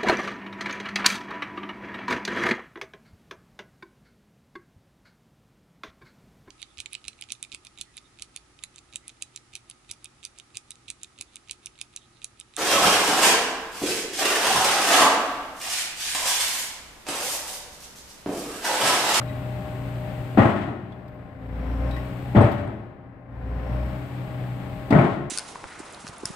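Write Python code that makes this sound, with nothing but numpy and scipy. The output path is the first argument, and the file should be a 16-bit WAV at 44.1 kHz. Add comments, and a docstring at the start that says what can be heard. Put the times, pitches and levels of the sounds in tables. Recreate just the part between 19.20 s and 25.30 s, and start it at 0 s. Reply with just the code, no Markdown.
"""A pond bank, with a stereo pair some way off across the water from a diesel excavator bedding stones.
Three times the steel bucket comes down in a quick cluster of blows that boom through bucket and arm
and echo off the surroundings; small stones clink. After each stroke the machine's noise sinks and dulls.
Between strokes the arm lifts: the pumps load the engine, oil hisses and the engine's pitch sags."""
import sys
import numpy as np
from scipy import signal
from scipy.fft import rfft, irfft
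from scipy.io import wavfile

SR = 44100
rng = np.random.default_rng(int(sys.argv[2]) if len(sys.argv) > 2 else 0)


def persist_wave(psi):
    """Save psi, clipped to +-1, as 16-bit WAV."""
    counts = np.round(np.clip(psi, -1, 1) * 32767).astype(np.int16)
    wavfile.write(sys.argv[1], SR, np.atleast_2d(counts).T)


N = 269010
TIME = np.arange(N) / SR
CRANK_HZ = 30.6  # the engine's set speed

# Balance at the microphones. Each row: frequency in Hz, left over right in dB.
BALANCE = [(60, 1), (120, 2), (350, 4.5), (700, 7), (1250, 5), (2400, 9.5), (4400, -3), (8300, 11),
           (11000, 5.5), (14000, -6)]
# The arm lifts. Each row: heaviest load in seconds, exhaust boom in dB, drag on the crankshaft in turns
# a second, time constant in seconds of the noise's return from its lull.
LIFTS = [(2.59, -27.5, 2.35, 0.24), (4.48, -30, 2.1, 0.22)]
# The bucket comes down. Each row: start in seconds, frequency the contact favours in Hz, brightness in dB
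# an octave, rattle in dB, delay until the stone settles in seconds, settling knock in dB, lull depth in dB.
STROKES = [(1.173, 825, 1.15, -31, .301, -28, 18.5), (3.148, 590, 0, -33.5, .322, -33, 29.5),
           (5.705, 710, 0, -34, .262, -40.5, 22)]


def gain_of(db):
    """Decibels to amplitude."""
    return 10 ** (np.asarray(db) / 20)


def unit_rms(x):
    """Scales to rms 1."""
    return x / np.sqrt(np.mean(x ** 2) + 1e-20)


def read(points, hz):
    """Reads rows of frequency and value on a log-frequency axis."""
    f, value = np.transpose(points)
    return np.interp(np.log(hz + 1), np.log(f + 1), value)


def add(mix, s, sound):
    """Lays a sound into the mix at s seconds."""
    part = mix[..., round(s * SR):][..., :sound.shape[-1]]
    part += sound[..., :part.shape[-1]]


def bins(x):
    """The frequencies of a sound's spectrum."""
    return np.fft.rfftfreq(x.shape[-1], 1 / SR)


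def colour(x, db):
    """Filters by one gain a frequency."""
    return irfft(rfft(x) * gain_of(db), x.shape[-1])


def waver(hz):
    """A random curve of rms 1 that changes about hz times a second."""
    knots = rng.standard_normal(1024)
    return unit_rms(np.interp(TIME * hz, np.arange(len(knots)), knots))


def swell(s, half_s, steep=2):
    """A rounded rise and fall of height 1 around s seconds."""
    return np.exp(-np.abs((TIME - s) / half_s) ** steep)


def pan(lean_db):
    """Left and right gains, lean_db apart."""
    return gain_of(np.array([[lean_db], [-lean_db]]) / 2)


def microphones(pair):
    """Two unrelated versions of a sound become left and right: alike in the bass, apart in the treble."""
    # Each row: frequency in Hz, likeness of left and right from 0 to 1.
    likeness = [(60, 0.58), (130, 0.97), (290, 0.66), (640, 0.72), (1400, 0.17), (3100, 0.097), (7000, .05)]
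    hz = bins(pair)
    same = np.clip(read(likeness, hz), 0, 1)
    lean = gain_of(read(BALANCE, hz) / 2)
    a, b = rfft(pair)
    sides = np.array([a * lean, (same * a + np.sqrt(1 - same ** 2) * b) / lean])
    return irfft(2 * sides / np.sqrt(lean ** 2 + lean ** -2 + 2 * same), N)


def echoes(x, per_s=2500, rise_s=0.0096):
    """Scattered echoes from bank, trees and buildings, each band dying at its own speed."""
    # Each row: frequency in Hz, seconds to fall 60 dB.
    decay = [(60, 1.2), (400, 1.115), (1500, 1.07), (4000, 1.2), (12000, 0.67)]
    taps = rng.standard_normal((2, SR)) * (rng.random((2, SR)) < per_s / SR)
    hz, t, bands = signal.stft(taps, SR, nperseg=256)
    fade = gain_of(-60 * t / read(decay, hz)[:, None]) * np.minimum(t / rise_s, 1)
    tail = signal.istft(bands * fade, SR, nperseg=256)[1]
    return signal.fftconvolve(x, tail / np.linalg.norm(tail[0]), axes=1)[:, :N]


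def lull(ease_db_per_s=0.48, sink_db_per_s=55, after_s=0.082, return_lead_s=0.41):
    """Decibels the machine's noise has sunk: a slow fade, and a fall from each stroke to the next lift."""
    sunk_db = ease_db_per_s * TIME
    for start, *_, depth_db in STROKES:
        fall_db = np.clip(sink_db_per_s * (TIME - start - after_s), 0, depth_db)
        for s, _, _, return_s in LIFTS:
            if s > start:
                fall_db *= np.exp(-np.maximum(TIME - s + return_lead_s, 0) / return_s)
        sunk_db += fall_db
    return sunk_db


def crank_speed(drag_lead_s=0.145, governor_s=0.8):
    """Turns a second: each lift drags the engine down; the governor catches up late and overshoots."""
    drag = sum(turns * swell(s - drag_lead_s, half_s=0.3) for s, _, turns, _ in LIFTS)
    step = 1 / (governor_s * SR)
    return CRANK_HZ - drag + signal.lfilter([step], [1, step - 1], drag)


def tone(turns, order, db, flutter_db=1.7, drift=0.074):
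    """One multiple of the crankshaft, fluttering a little, placed between the microphones."""
    mean_hz = order * np.mean(np.diff(turns)) * SR
    sides = pan(read(BALANCE, mean_hz))
    level = np.sqrt(2) * gain_of(db + flutter_db * waver(9))
    cycles = order * turns + drift * waver(12)
    return level * np.sin(2 * np.pi * cycles) * sides / sides.mean()


def pump_whine(speed, turns, db, order=20, panel_hz=607, width_hz=14.2):
    """The pump's whine swells whenever it crosses a resonance of the housing."""
    off_panel_db = 20 * np.log10(1 + ((order * speed - panel_hz) / width_hz) ** 2)
    return tone(turns, order, db - off_panel_db)


def valve(speed, centre_hz=5340, hz_per_crank_hz=110, width_hz=360):
    """Oil sings in a valve: a narrow hiss that drops in pitch as the engine regains speed."""
    noise = rng.standard_normal((2, N))
    narrow = colour(noise, -20 * np.log10(1 + (bins(noise) / width_hz) ** 4))
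    pitch_hz = centre_hz - hz_per_crank_hz * (speed - CRANK_HZ)
    return unit_rms(narrow * np.cos(2 * np.pi * np.cumsum(pitch_hz) / SR))


def machine_noise(speed, turns, load, din_db, hiss_db, oil_db=-4.5, growl_db=-15):
    """A din that pulses with each firing, and a high hiss; load adds a growl and the valve's oil."""
    # Spectra of din, hiss and growl. Each row: frequency in Hz, relative density in dB.
    din_shape = [(25, -18), (50, -3.5), (70, 0), (125, -1.5), (200, -3.5), (300, -10), (450, -14),
                 (620, -12), (820, -14), (1000, -19), (2000, -23.5), (3200, -34.5), (5000, -45.5),
                 (6500, -59)]
    hiss_shape = [(3000, -45), (5500, -10), (6800, -2.5), (8200, 2), (10800, -11), (12800, 2), (15500, -5)]
    growl_shape = [(200, -27), (400, 1), (620, -14), (1200, -8), (2500, -41)]
    # four cylinders fire twice a turn, one pair a little harder
    knock = unit_rms(1 + 0.044 * np.cos(4 * np.pi * turns) + 0.084 * np.cos(2 * np.pi * turns))
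    noise = rng.standard_normal((2, N)) * knock * gain_of(0.5 * waver(25))
    hz = bins(noise)
    din = colour(noise, read(din_shape, hz))
    midrange = colour(din, np.where((hz > 700) & (hz < 2000), 0, -200))
    din /= np.sqrt(np.mean(midrange ** 2))
    rattle = colour(din, read([(1400, -59.5), (2200, -5), (3200, 2)], hz))  # the din's bright part
    hiss = unit_rms(colour(rng.standard_normal((2, N)), read(hiss_shape, hz)))
    growl = unit_rms(colour(rng.standard_normal((2, N)) * knock ** 3, read(growl_shape, hz)))
    rush = (din - rattle + gain_of(growl_db) * load * growl) * gain_of(din_db - 1)
    rush += rattle * gain_of((din_db + hiss_db) / 2 + 11)
    rush += (hiss + gain_of(oil_db) * load * valve(speed)) * gain_of(hiss_db)
    return microphones(rush)


def machine(pump_lead_s=0.18, pickup_lag_s=0.2):
    """Diesel and pumps: at each lift the pump tones swell, the exhaust booms and the engine picks up."""
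    # Each voice: base level in dB, multiple of the lull it sinks by, dB added under load, dB in pick-up.
    din = (-46, 0.3476, 3.5, 1.2)
    hiss = (-62, 1.0, -0.9, 1.5)
    firing = (-49.5, 4.2, 2, -14)
    octave = (-33.5, 0.5, -4, 5.5)
    whine = (-43, 0.57, 1, 0)
    # Each row: multiple of the crankshaft, dB over the din, dB added while the pumps work.
    lesser_tones = [(3.09, -17, 19), (5.956, -0.5, -1), (8.93, 0, 2.5), (9.82, -7.5, 5), (12.48, -7, -20),
                    (14.36, -26, 17.5), (17.66, -9.5, 8), (19.93, -7.5, -3), (25.83, -7, -2.5),
                    (30.2, -23.5, 4), (35.16, -11.5, 3)]
    speed, sunk_db = crank_speed(), lull()
    turns = np.cumsum(speed) / SR
    loads = [swell(s, half_s=0.28, steep=2.8) for s, *_ in LIFTS]
    load = sum(loads)
    pickup = sum(swell(s + pickup_lag_s, half_s=0.17) for s, *_ in LIFTS)
    pumping = sum(swell(s - pump_lead_s, half_s=0.32, steep=4.1) for s, *_ in LIFTS)
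    din_db, hiss_db, firing_db, octave_db, whine_db = (
        db - share * sunk_db + load_db * load + pickup_db * pickup
        for db, share, load_db, pickup_db in (din, hiss, firing, octave, whine))
    boom = sum(gain_of(db) * effort for (_, db, *_), effort in zip(LIFTS, loads))
    exhaust_db = 20 * np.log10(gain_of(firing_db) + boom)
    hum = tone(turns, order=2, db=exhaust_db, flutter_db=1.8, drift=0.015)
    hum += tone(turns, order=4, db=octave_db, flutter_db=2.1, drift=0.021)
    hum += pump_whine(speed, turns, whine_db)
    for order, db, pump_db in lesser_tones:
        smear = 0.003 * order * (1 + 2.1 * pumping)  # uneven running smears the high multiples most
        hum += tone(turns, order, din_db + db + pump_db * pumping, flutter_db=2, drift=smear)
    return hum + machine_noise(speed, turns, load, din_db, hiss_db)


def stones(crack_t60=0.038, blur=17, rise_s=0.0024):
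    """Small stones knock on each other and on steel: a gritty crack and a ring, broader when shorter."""
    # Each row: start in seconds, crack in dB, ring in dB, ring pitch in Hz, seconds for the ring
    # to fall 60 dB, left over right in dB.
    clinks = [(0.013, -52, -30, 1280, 0.057, 5.5), (0.074, -49, -53, 3850, .3, 3),
              (0.086, -48, -46, 1950, 0.33, 6), (1.72, -54, -55, 3420, 0.099, 1),
              (1.879, -54, -66, 14200, 0.07, -8), (1.939, -65, -68, 14000, 0.092, -4),
              (2.709, -38, -47.5, 3840, 0.33, 4), (2.764, -42, -41, 1890, 0.18, 11),
              (3.167, -49, -38.5, 3400, 0.11, 11), (3.21, -40, -55, 8300, 0.28, 10),
              (3.315, -37.5, -61, 12800, 0.37, 0), (3.474, -58, -62, 8260, .04, 8),
              (5.705, -30, -56, 4900, 0.079, 6), (5.724, -38, -23.5, 1990, 0.095, 13),
              (5.785, -45, -27, 2200, 0.14, 9)]
    # Each row: frequency in Hz, relative density in dB.
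    grit = [(400, -20), (2500, 0), (4800, -4), (6500, -18), (8300, -16), (15000, -24)]
    out, t = np.zeros((2, N)), np.arange(SR // 2) / SR
    for s, crack_db, ring_db, ring_hz, t60, lean_db in clinks:
        noise = rng.standard_normal((2, len(t)))
        hz = bins(noise)
        crack = unit_rms(colour(noise, read(grit, hz)))
        ring = unit_rms(colour(noise, -20 * np.log10(1 + ((hz - ring_hz) * t60 / blur) ** 2)))
        clink = gain_of(crack_db - 60 * t / crack_t60) * crack + gain_of(ring_db - 60 * t / t60) * ring
        add(out, s, clink * (1 - np.exp(-t / rise_s)) * pan(lean_db))
    return out


def clang(clang_db, bright_db, contact_hz, favour_db=9, crowd_t60=0.35, modes_db=-7.5, rise_s=0.002):
    """The steel rings with a crowd of short modes and a few clear ones, varying with the contact point."""
    # The arm's crowded modes. Each row: frequency in Hz, relative density in dB.
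    arm_shape = [(30, -42), (68, -49), (105, 10.5), (130, -7), (230, 2), (330, -1), (460, -8), (680, -1.5),
                 (1000, -12), (1900, -20), (3300, -36), (5800, -56), (8000, -53.5), (15500, -83.5)]
    # Each row: frequency in Hz, relative level in dB, seconds to fall 60 dB.
    bucket_modes = [(100.3, 4, 0.13), (152, -19.5, 0.083), (214, 0, 0.3), (229, -15.5, 0.34),
                    (310.5, -2.5, 0.12), (322.5, -2, 0.56), (356, -10.5, 1.15), (410, -9.5, 0.8),
                    (587.4, -7, 0.35), (665, -11.5, 0.24), (784, -11.5, 0.26), (851, -5.5, 0.12),
                    (1080, -26, 0.14), (1073, -18.5, 0.84), (1114, -13, 0.29), (1283, -11.5, 0.5),
                    (1417, -25, 1.07), (1890, -12.5, 0.26)]
    t = np.arange(SR) / SR
    noise = rng.standard_normal((2, SR))
    hz = bins(noise)
    tilt_db = bright_db * np.log2(np.clip(hz, 100, 3000) / 500)
    ring = unit_rms(colour(noise, read(arm_shape, hz) + tilt_db)) * gain_of(-60 * t / crowd_t60)
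    for mode_hz, db, t60 in bucket_modes:
        phase, detune = rng.random((2, 1)), 1 + 0.00954 * rng.standard_normal()
        near = np.exp(-(np.log2(mode_hz / contact_hz) / 0.16) ** 2)
        level = gain_of(modes_db + db + favour_db * near - 60 * t / t60)
        ring += level * np.sin(2 * np.pi * (mode_hz * detune * t + phase))
    return gain_of(clang_db) * ring * (1 - np.exp(-t / rise_s))


def thud(db, hz):
    """The weight of the arm lands: a low push of a few cycles that moves no air on the whole."""
    cycles = hz * np.arange(SR // 8) / SR
    motion = (cycles * np.exp(1 - cycles)) ** 2 * np.cos(2 * np.pi * cycles)
    return gain_of(db) * np.gradient(motion, cycles) / (2 * np.pi)


def bounces(start, rattle_db, count=3, after_s=0.105, gap_s=0.055, fade_db_per_s=53.5):
    """The bucket chatters on the stone, unevenly and ever more lightly: pairs of seconds and dB."""
    delays = gap_s * (np.arange(count) + 0.5 * rng.random(count))
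    return zip(start + after_s + delays, rattle_db - fade_db_per_s * delays)


def bucket(hard_db=-16, light_thud_db=6, arm_hz=116, echo_db=-11):
    """Steel on stone: every blow is a clang and a thud; bounces and one dull settling knock follow."""
    # Each row: start in seconds, clang in dB, thud in dB, thud pitch in Hz.
    main_blows = [ (1.173, -15.5, -14, 266), (1.182, -19, -8, 203), (1.193, -15.5, -7.5, 106),
                  (1.216, -18, -14, 111.5), (1.250, -17.5, -11, 111), (3.148, -23, -12, 242),
                  (3.157, -19, -6, 196), (3.167, -15.5, -10.5, 100.5), (3.183, -36, -5, 105.4),
                  (3.204, -16, -11.5, 105), (3.223, -28, -15, 230), (3.238, -25, -8, 107.5),
                  (5.706, -24, -9, 243), (5.724, -15, -7.5, 271), (5.745, -16, -9, 125),
                  (5.760, -16.5, -6, 157.5), (5.785, -22.5, -8, 134), (5.808, -21.5, -8.5, 133.5),
                  (5.845, -24, -13, 157)]
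    clangs, thuds = np.zeros((2, N)), np.zeros(N)
    for start, contact_hz, bright_db, rattle_db, settle_s, settle_db, _ in STROKES:
        blows = [row for row in main_blows if abs(row[0] - start) < 0.5]
        blows += [(s, db, db + light_thud_db, arm_hz) for s, db in bounces(start, rattle_db)]
        for s, clang_db, thud_db, thud_hz in blows:
            brighter_db = 0.33 * (hard_db - clang_db)  # lighter blows ring brighter
            add(clangs, s, clang(clang_db, bright_db + brighter_db, contact_hz))
            add(thuds, s, thud(thud_db, thud_hz))
        add(clangs, start + settle_s, clang(settle_db, bright_db=-0.5, contact_hz=contact_hz))
        add(thuds, start + settle_s, thud(settle_db + light_thud_db, arm_hz))
    thrown_back = gain_of(echo_db) * echoes(clangs + thuds)
    return microphones(clangs + thrown_back) + pan(lean_db=1.6) * thuds


def scene():
    """The machine, its bucket and the loose stones, heard across the water."""
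    return machine() + bucket() + stones()


def record(dry, edge_hz=15750):
    """The loudest peaks are rounded off, then the highest treble is cut."""
    rounded = dry / (1 + dry ** 8) ** (1 / 8)
    lowpass = signal.firwin(511, edge_hz, window=("kaiser", 9), fs=SR)
    return signal.oaconvolve(rounded, lowpass[None], "same")


dry = scene()
out = record(dry)
persist_wave(out)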